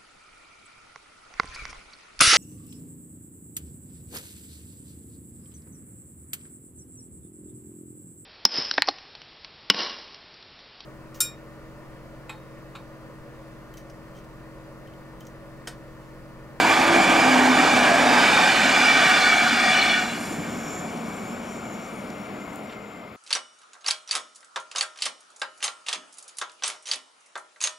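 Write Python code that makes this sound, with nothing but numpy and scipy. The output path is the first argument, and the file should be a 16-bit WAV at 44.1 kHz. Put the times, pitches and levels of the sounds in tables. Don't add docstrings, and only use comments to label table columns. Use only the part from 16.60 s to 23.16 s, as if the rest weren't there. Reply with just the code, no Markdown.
import sys
import numpy as np
from scipy import signal
from scipy.fft import rfft, irfft, next_fast_len
from scipy.io import wavfile
from scipy.ndimage import uniform_filter1d, map_coordinates

SR = 44100
rng = np.random.default_rng(int(sys.argv[2]) if len(sys.argv) > 2 else 0)


def unload_wav(signal):
    wavfile.write(
        sys.argv[1],
        SR,
        np.round(np.clip(np.atleast_2d(signal).T, -1, 1) * 32767).astype(np.int16),
    )


N = 289320
T = np.arange(N) / SR
FRAME = 2048
HOP = FRAME // 4
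HZ = np.fft.rfftfreq(FRAME, 1 / SR)
TIMES = np.arange(N // HOP + 3) * HOP / SR
GONE_S = 3.337

# f/Hz, relative level/dB
RUMBLE_SPECTRUM = [(12, -48), (25, -32), (50, -16), (90, -18), (125, -13.5), (160, -8), (200, -4),
                   (232, 0.5), (270, -4), (330, -6.5), (420, -10), (600, -31), (1200, -80)]
ROAR_SPECTRUM = [(160, -64), (280, -1), (331, -8), (361, -8.5), (423, -8.5), (751, 2.5), (1090, -4.5),
                 (1180, -3.5), (1390, -20), (1580, -8), (2100, -19), (2730, -45), (4620, -120)]
HISS_SPECTRUM = [(650, -26.5), (1100, -7), (1190, 0.5), (1390, -3), (1530, 3), (2070, -6.5), (2340, 0),
                 (2640, -7.5), (3450, -9), (3850, -15.5), (4920, -13.5), (5440, -20), (7250, -16.5),
                 (13200, -36.5), (15600, -44)]
FAR_SPECTRUM = [(25, -28), (60, -12), (110, -2.5), (150, -2), (300, -5.5), (430, -1), (520, -1.5),
                (700, -0.5), (830, -6), (1400, -6), (1650, -14.5), (1980, -15), (2170, -10), (2550, -15),
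                (3300, -20.5), (3900, -25.5), (5200, -29.5), (6200, -46), (7150, -33), (8200, -50),
                (9600, -37), (12000, -38.5), (15700, -40)]
# loudest t/s, relative ring level/dB, wheel pitch/factor,
# damping/factor on mode width, roar surge/dB, sharp steel level/dB
BOGIES = [(0.1, -27.5, 0.96, 1.6, 0, -24), (.5, -27, 1.025, 2.3, .5, -27),
          (1.1, -24.5, 1.01, 0.67, .5, -27.5), (1.75, -24, 1.05, 1.4, 2, -26.5),
          (2.22, -22, 1.01, 1.14, 1, -29.5), (2.6, -21.5, 0.99, 0.6, 1.5, -25),
          (3.2, -21.5, 1, 0.72, 2.5, -27)]
# f/Hz, half width/Hz, relative level/dB
WHEEL_MODES = [(746, 90, -4), (1180, 25, -13), (1272, 59, -5.5), (1482, 37, -1), (1590, 100, -5.5),
               (1842, 102, -3.5), (2284, 100, -1.5), (2356, 77, -1), (2440, 70, -14), (2804, 55, -6.5),
               (2922, 77, -7.5), (3400, 47, -5.5), (3546, 116, -8.5), (4016, 61, -10), (4310, 88, -11),
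               (4600, 150, -18), (4876, 53, -9), (5220, 120, -17.5), (5720, 170, -17.5), (6000, 64, -19.5),
               (6490, 140, -19), (7440, 120, -24.5), (8160, 280, -24)]
# f/Hz, half width/Hz, relative level/dB
STEEL_MODES = [(736.5, 4, -1.5), (1204, 8, -3.5), (1476, 13, -3), (2314, 43, -5), (2339, 19, 1),
               (3464, 30, -9), (4980, 24, -16), (5990, 25, -17)]
# start t/s, end t/s, f/Hz, pitch spread/Hz, relative level/dB
HUMS = [(-.3, .3, 333, 7, -35), (.12, .5, 334, 5, -27), (.4, .76, 329, 6, -30.5), (-.1, .65, 259, 10, -35),
        (.25, .7, 298, 4, -36), (.55, 1.17, 290, 3, -31.5), (.53, 1.1, 255, 3, -22.5),
        (1.08, 1.3, 248, 5, -29), (1.2, 1.72, 246, 5, -30.5), (1.25, 1.68, 279, 4, -32),
        (1.6, 2.8, 258, 12, -36), (2.65, 3.25, 238, 9, -36)]
# start t/s, end t/s, f/Hz, pitch spread/Hz, relative level/dB
HOWLS = [(.25, .7, 770, 25, -30), (1.26, 1.41, 692, 22, -22.5), (1.15, 1.55, 595, 40, -29),
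         (1.38, 1.68, 715, 45, -29), (1.55, 1.95, 850, 50, -31), (1.72, 1.98, 775, 16, -28),
         (1.9, 2.4, 760, 14, -32), (2.38, 2.79, 741, 5, -31), (3.0, 3.33, 740, 6, -32.5),
         (3.0, 3.5, 688, 10, -38), (3.3, 3.58, 733, 9, -38), (3.9, 4.55, 728, 22, -45.5),
         (.05, .4, 1205, 12, -33), (2.35, 2.68, 1170, 30, -32), (1.1, 1.6, 1675, 60, -31),
         (1.14, 1.48, 1595, 24, -29.5), (1.45, 2.35, 1540, 14, -33), (2.68, 3.0, 1580, 25, -30.5),
         (2.85, 3.25, 1860, 35, -35.5), (3.2, 3.5, 1477, 10, -31.5), (.25, 1.05, 2325, 28, -31),
         (.98, 1.32, 2342, 30, -29.5), (2.02, 2.66, 2345, 30, -29.5), (2.6, 2.82, 2305, 35, -29),
         (2.94, 3.38, 2355, 30, -28), (3.15, 3.42, 2295, 35, -28), (3.06, 3.36, 2962, 30, -32),
         (3.3, 3.52, 2925, 25, -43), (1.38, 2.02, 3675, 16, -35.5), (1.72, 1.84, 3660, 22, -35.5),
         (2.3, 2.62, 3680, 22, -38), (2.51, 2.62, 3540, 40, -29.5), (3.24, 3.42, 3450, 50, -36),
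         (1.44, 1.7, 4905, 24, -34.5), (1.72, 1.92, 5080, 90, -41), (2.1, 2.54, 4915, 30, -37),
         (2.45, 2.7, 5210, 30, -41), (2.52, 2.72, 4020, 22, -34), (2.54, 2.68, 4290, 26, -36),
         (2.48, 2.8, 4440, 28, -37.5), (2.75, 3.18, 4760, 45, -41), (3.15, 3.25, 4355, 30, -33),
         (3.12, 3.27, 4035, 32, -37), (3.24, 3.46, 4315, 45, -47)]
# start t/s, end t/s, f/Hz, pitch spread/Hz, relative level/dB
DRONES = [(2.8, 4.3, 231, 5, -39.5), (3.0, 5.0, 165, 14, -44), (4.22, 4.58, 229, 4, -36),
          (4.5, 5.45, 227, 6, -40.5), (2.9, 6.3, 199, 6, -42.5), (4.4, 7.4, 208, 5, -46),
          (2.8, 4.9, 294, 5, -46), (4.9, 6.7, 291, 5, -46), (4.7, 7.0, 615, 5, -49),
          (3.9, 5.5, 2310, 20, -54), (4.9, 7.2, 2090, 14, -52)]
# f/Hz, half width/Hz, relative level/dB
RAIL_BANDS = [(2140, 64, 4), (2250, 55, 5.5), (5650, 260, -1.5), (6670, 130, -2), (7010, 88, 0.5),
              (7220, 95, 3), (7400, 83, 2.5), (8170, 67, -7.5), (8860, 110, -5.5), (9580, 150, -8),
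              (10430, 230, -12.5), (11300, 260, -15), (12030, 160, -13), (12850, 200, -13),
              (13550, 170, -18), (14350, 170, -24)]
# t/s, gain/dB, f/Hz, half width/Hz
RAIL_FLARES = [(3.63, 6.5, 10400, 2500), (4.14, 5.5, 7200, 700), (4.57, 2, 10600, 2500),
               (4.72, 3, 7100, 700), (5.04, 5.5, 7200, 700), (5.3, 2.5, 6900, 1200), (5.36, 7, 10000, 2000),
               (5.88, 6, 7100, 700), (5.97, 8, 11000, 2500), (6.3, 7, 7100, 700)]
# t/s, peak level before panning/dB, f/Hz, width/Hz, decay/s
TICKS = [(5.480, -34, 620, 220, .02), (5.502, -36.5, 5400, 6500, .0023), (5.9585, -35, 7000, 5000, .0006),
         (5.9585, -37.5, 14800, 3000, .0006), (6.092, -35.5, 2500, 2000, .013),
         (6.123, -35, 2550, 2100, .009)]
# f/Hz, likeness/1
NEAR_LIKENESS = [(60, .998), (400, .99), (700, .965), (1200, .93), (2400, 0.96), (4400, .93), (8000, 0.96),
                 (12000, 0.995)]
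FAR_LIKENESS = [(60, .998), (400, 1), (700, .93), (1100, .88), (1600, 0.88), (2200, 0.9), (3500, .78),
                (5000, .82), (7000, 0.91), (12000, 0.96)]
# f/Hz, lead/rad
NEAR_LEAD = [(20, 0.13), (250, -0.35), (520, -0.64), (1030, -0.73), (2760, -0.38), (6370, -0.048),
             (15000, 0)]
FAR_LEAD = [(20, -.05), (250, -0.33), (1100, -0.8), (2000, -0.88), (3500, -.45), (6000, -.05), (15000, 0)]
# f/Hz, share of the left-right balance/1
NEAR_BALANCE = [(100, 0), (700, 0.061), (1200, 1.5), (2000, 1.7), (3300, 1.4), (5500, 1.1), (9000, 1.3),
                (15000, 0.13)]
# f/Hz, left minus right at a turn of 1/dB
FAR_BALANCE = [(100, 0), (270, .5), (450, 3), (740, 3.5), (1220, 5), (1600, 7), (2100, 7), (3300, 2.5),
               (5500, 2), (9000, 0)]


def amp(db):
    return 10 ** (np.asarray(db) / 20)


def unit(x):
    return x / np.sqrt(np.mean(x ** 2) + 1e-20)


def since(s, t=T):
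    return np.maximum(t - s, 0)


def spectrum(points):
    hz, value = np.transpose(points)
    return np.interp(np.log(HZ + 1), np.log(hz + 1), value)


def peaks(modes, damping=1):
    power = 0
    for hz, width_hz, db in modes:
        detune = (HZ - hz) / (width_hz * damping)
        power = power + amp(db) ** 2 / (1 + detune ** 2) ** 2
    return np.sqrt(power)


def patches(count, size):
    z = rng.standard_normal((len(TIMES), len(HZ)))
    over_time = uniform_filter1d(z, count, axis=0)
    return unit(uniform_filter1d(over_time, size, axis=1))


def noise(gain):
    a, b = rng.standard_normal((2, len(TIMES), len(HZ)))
    frames = ((a + 1j * b) * gain).T
    return unit(signal.istft(frames, nperseg=FRAME, noverlap=FRAME - HOP)[1][:N])


def wander(rate_hz, size=8192):
    hz = np.fft.rfftfreq(size, T[-1] / size)
    lowpass = 1 / (1 + (hz / rate_hz) ** 2)
    slow = unit(irfft(rfft(rng.standard_normal(size)) * lowpass, size))
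    return np.interp(T, np.linspace(0, T[-1], size), slow)


def screen(depth_db, lag_s, over_s):
    return amp(-depth_db / (1 + np.exp((GONE_S + lag_s - T) / over_s)))


def passage(hold_s, ease_db_per_s, recede_db_per_s):
    eased_db = ease_db_per_s * since(hold_s, np.minimum(T, GONE_S))
    return amp(-eased_db - recede_db_per_s * since(GONE_S))


def tones(rows, sink_per_s, waver, throb_db, steady_hz=12):
    out = np.zeros(N)
    for start, end, centre_hz, width_hz, db in rows:
        on = (T > start) & (T < end)
        from_middle_s = T[on] - (start + end) / 2
        drift = wander(width_hz)[on]
        sinking_hz = centre_hz * (1 - sink_per_s * from_middle_s)
        hz = sinking_hz + waver * width_hz * (drift - drift.mean())
        throb = throb_db * min(width_hz / steady_hz, 1) * wander(2 * width_hz)[on]
        tone = unit(np.sin(2 * np.pi * np.cumsum(hz) / SR) * amp(throb))
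        swell = np.cos(np.pi * from_middle_s / (end - start))
        out[on] += amp(db) * tone * swell
    return out


def rolling(rough_db=1.5, flutter_db=1.0, throb_db=1.5, grain_db=.8,
            rumble_db=-29.5, roar_db=-21.0, hiss_db=-23.5, turns_per_s=10.9, surge_s=.16):
    turns = np.cumsum(turns_per_s * (1 + 0.05 * wander(2))) / SR
    throb = throb_db * np.sin(2 * np.pi * turns)
    surge = 0
    for s, _, _, _, db, _ in BOGIES:
        surge = surge + db * np.exp(-((T - s) / surge_s) ** 2)

    rumble = noise(amp(spectrum(RUMBLE_SPECTRUM))) * amp(rumble_db + throb)
    rumble *= passage(hold_s=1.3, ease_db_per_s=3.0, recede_db_per_s=3.0)

    roar = noise(amp(spectrum(ROAR_SPECTRUM) + rough_db * patches(count=9, size=5)))
    roar *= amp(roar_db + surge + grain_db * wander(30))
    roar *= passage(hold_s=1.23, ease_db_per_s=6.0, recede_db_per_s=9.5)
    roar *= screen(depth_db=3.5, lag_s=.05, over_s=.06)

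    hiss = noise(amp(spectrum(HISS_SPECTRUM) + rough_db * patches(count=7, size=10)))
    hiss *= amp(hiss_db + surge + flutter_db * wander(29))
    hiss *= passage(hold_s=2.47, ease_db_per_s=7.5, recede_db_per_s=9.5)
    hiss *= screen(depth_db=8.0, lag_s=0.16, over_s=0.071)
    return rumble + roar + hiss


def wheels(passing_s=0.39, doppler=0.017, uneven_db=4.0, level_db=-25.0):
    power = 0
    for s, db, pitch, damping, _, _ in BOGIES:
        along = (TIMES[:, None] - s) / passing_s
        distance = np.sqrt(1 + along ** 2)
        shift = pitch * (1 - doppler * along / distance)
        ring = np.interp(HZ / shift, HZ, peaks(WHEEL_MODES, damping)) / np.sqrt(damping)
        power = power + (amp(db) * ring / distance ** 2) ** 2
    ringing = noise(np.sqrt(power) * amp(uneven_db * patches(count=12, size=2)))
    return amp(level_db) * ringing * screen(depth_db=12.0, lag_s=.12, over_s=0.058)


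def steel(blur=.008, passing_s=0.11):
    size = next_fast_len(N)
    hz = np.fft.rfftfreq(size, 1 / SR)
    gain = 0
    for centre_hz, width_hz, db in STEEL_MODES:
        gain = gain + amp(db) / np.sqrt(width_hz) / (1 + ((hz - centre_hz) / width_hz) ** 2)
    ring = irfft(rfft(rng.standard_normal(size)) * gain, size)
    crowded = np.clip(1 - T / 2.51, 0, 1)
    clock = np.cumsum(1 + blur * crowded * wander(11.97))
    blurred = unit(map_coordinates(ring, [clock], order=3, mode="wrap"))
    power = 0
    for s, _, _, _, _, db in BOGIES:
        power = power + amp(db) ** 2 / (1 + ((T - s) / passing_s) ** 2)
    return blurred * np.sqrt(power) * screen(depth_db=11.5, lag_s=0.086, over_s=0.065)


def howls(hum_db=.5, howl_db=0.6, drone_db=-0.7, sink_per_s=.045, settled_per_s=.005):
    hum = tones(HUMS, sink_per_s, waver=.35, throb_db=4.5)
    howl = tones(HOWLS, sink_per_s, waver=.45, throb_db=3.8)
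    drone = tones(DRONES, settled_per_s, waver=.3, throb_db=6)
    return amp(hum_db) * hum + amp(howl_db) * howl + amp(drone_db) * drone


def rails(shimmer_db=3.0, swell_db=1.0, level_db=-39, flare_s=0.11):
    flares = 0
    for s, db, hz, width_hz in RAIL_FLARES:
        in_time = np.exp(-((TIMES - s) / flare_s) ** 2)
        in_band = np.exp(-((HZ - hz) / width_hz) ** 2)
        flares = flares + db * np.outer(in_time, in_band)
    song = noise(peaks(RAIL_BANDS) * amp(flares + shimmer_db * patches(count=12, size=4)))
    song *= amp(level_db + swell_db * wander(8))
    return song * passage(hold_s=2.86, ease_db_per_s=2.0, recede_db_per_s=6.5)


def ticks():
    out = np.zeros(N)
    for s, db, hz, width_hz, decay_s in TICKS:
        envelope = np.sqrt(since(s)) * np.exp(-since(s) / decay_s)
        burst = noise(peaks([(hz, width_hz / 2, 0)])) * envelope
        out += amp(db) * burst / abs(burst).max()
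    return out


def far_train(drift_db=1.06, level_db=-35.5, early_db=-9.0, emerge_s=0.23,
              recede_db_per_s=1.54, treble_db_per_s=1.0):
    linger = treble_db_per_s * np.outer(since(GONE_S, TIMES) - 1.4, np.minimum(HZ / 6000, 1))
    wash = noise(amp(spectrum(FAR_SPECTRUM) + linger + drift_db * patches(count=16, size=3)))
    emerge = early_db * np.exp(-since(GONE_S) / emerge_s)
    return wash * amp(level_db + emerge - recede_db_per_s * since(GONE_S))


def ports(x, likeness, lead, balance, turn):
    _, t, z = signal.stft(x, SR, nperseg=FRAME, noverlap=FRAME - HOP)
    balance_db = np.outer(spectrum(balance), np.interp(t, T, turn))
    tilt = amp(balance_db / 2) * np.exp(.5j * spectrum(lead))[:, None]
    same = np.clip(spectrum(likeness), 0, 1)[:, None]
    a, b = rng.standard_normal((2, *z.shape))
    scatter = np.sqrt(2 * (1 - same) / (1 + same)) * (a + 1j * b)
    pair = z * np.array([tilt + scatter, 1 / tilt - scatter])
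    return signal.istft(pair, nperseg=FRAME, noverlap=FRAME - HOP)[1][:, :N]


def scene(pan_db=-1.23, turn_s=1.66, pan_db_per_s=0.9, far_turn=0.82, far_turn_per_s=0.16):
    near = rolling() + wheels() + steel() + howls() + rails() + ticks()
    crossing = pan_db + pan_db_per_s * since(turn_s, np.minimum(T, GONE_S))
    leaving = far_turn + far_turn_per_s * since(GONE_S)
    passing = ports(near, NEAR_LIKENESS, NEAR_LEAD, NEAR_BALANCE, crossing)
    distant = ports(far_train(), FAR_LIKENESS, FAR_LEAD, FAR_BALANCE, leaving)
    return passing + distant


def record(dry, fade_s=5.85, fade_db_per_s=5.5, edge_hz=15750):
    faded = dry * amp(-fade_db_per_s * since(fade_s))
    lowpass = signal.firwin(511, edge_hz, window=("kaiser", 9), fs=SR)
    return signal.oaconvolve(faded, lowpass[None], "same")


dry = scene()
out = record(dry)
unload_wav(out)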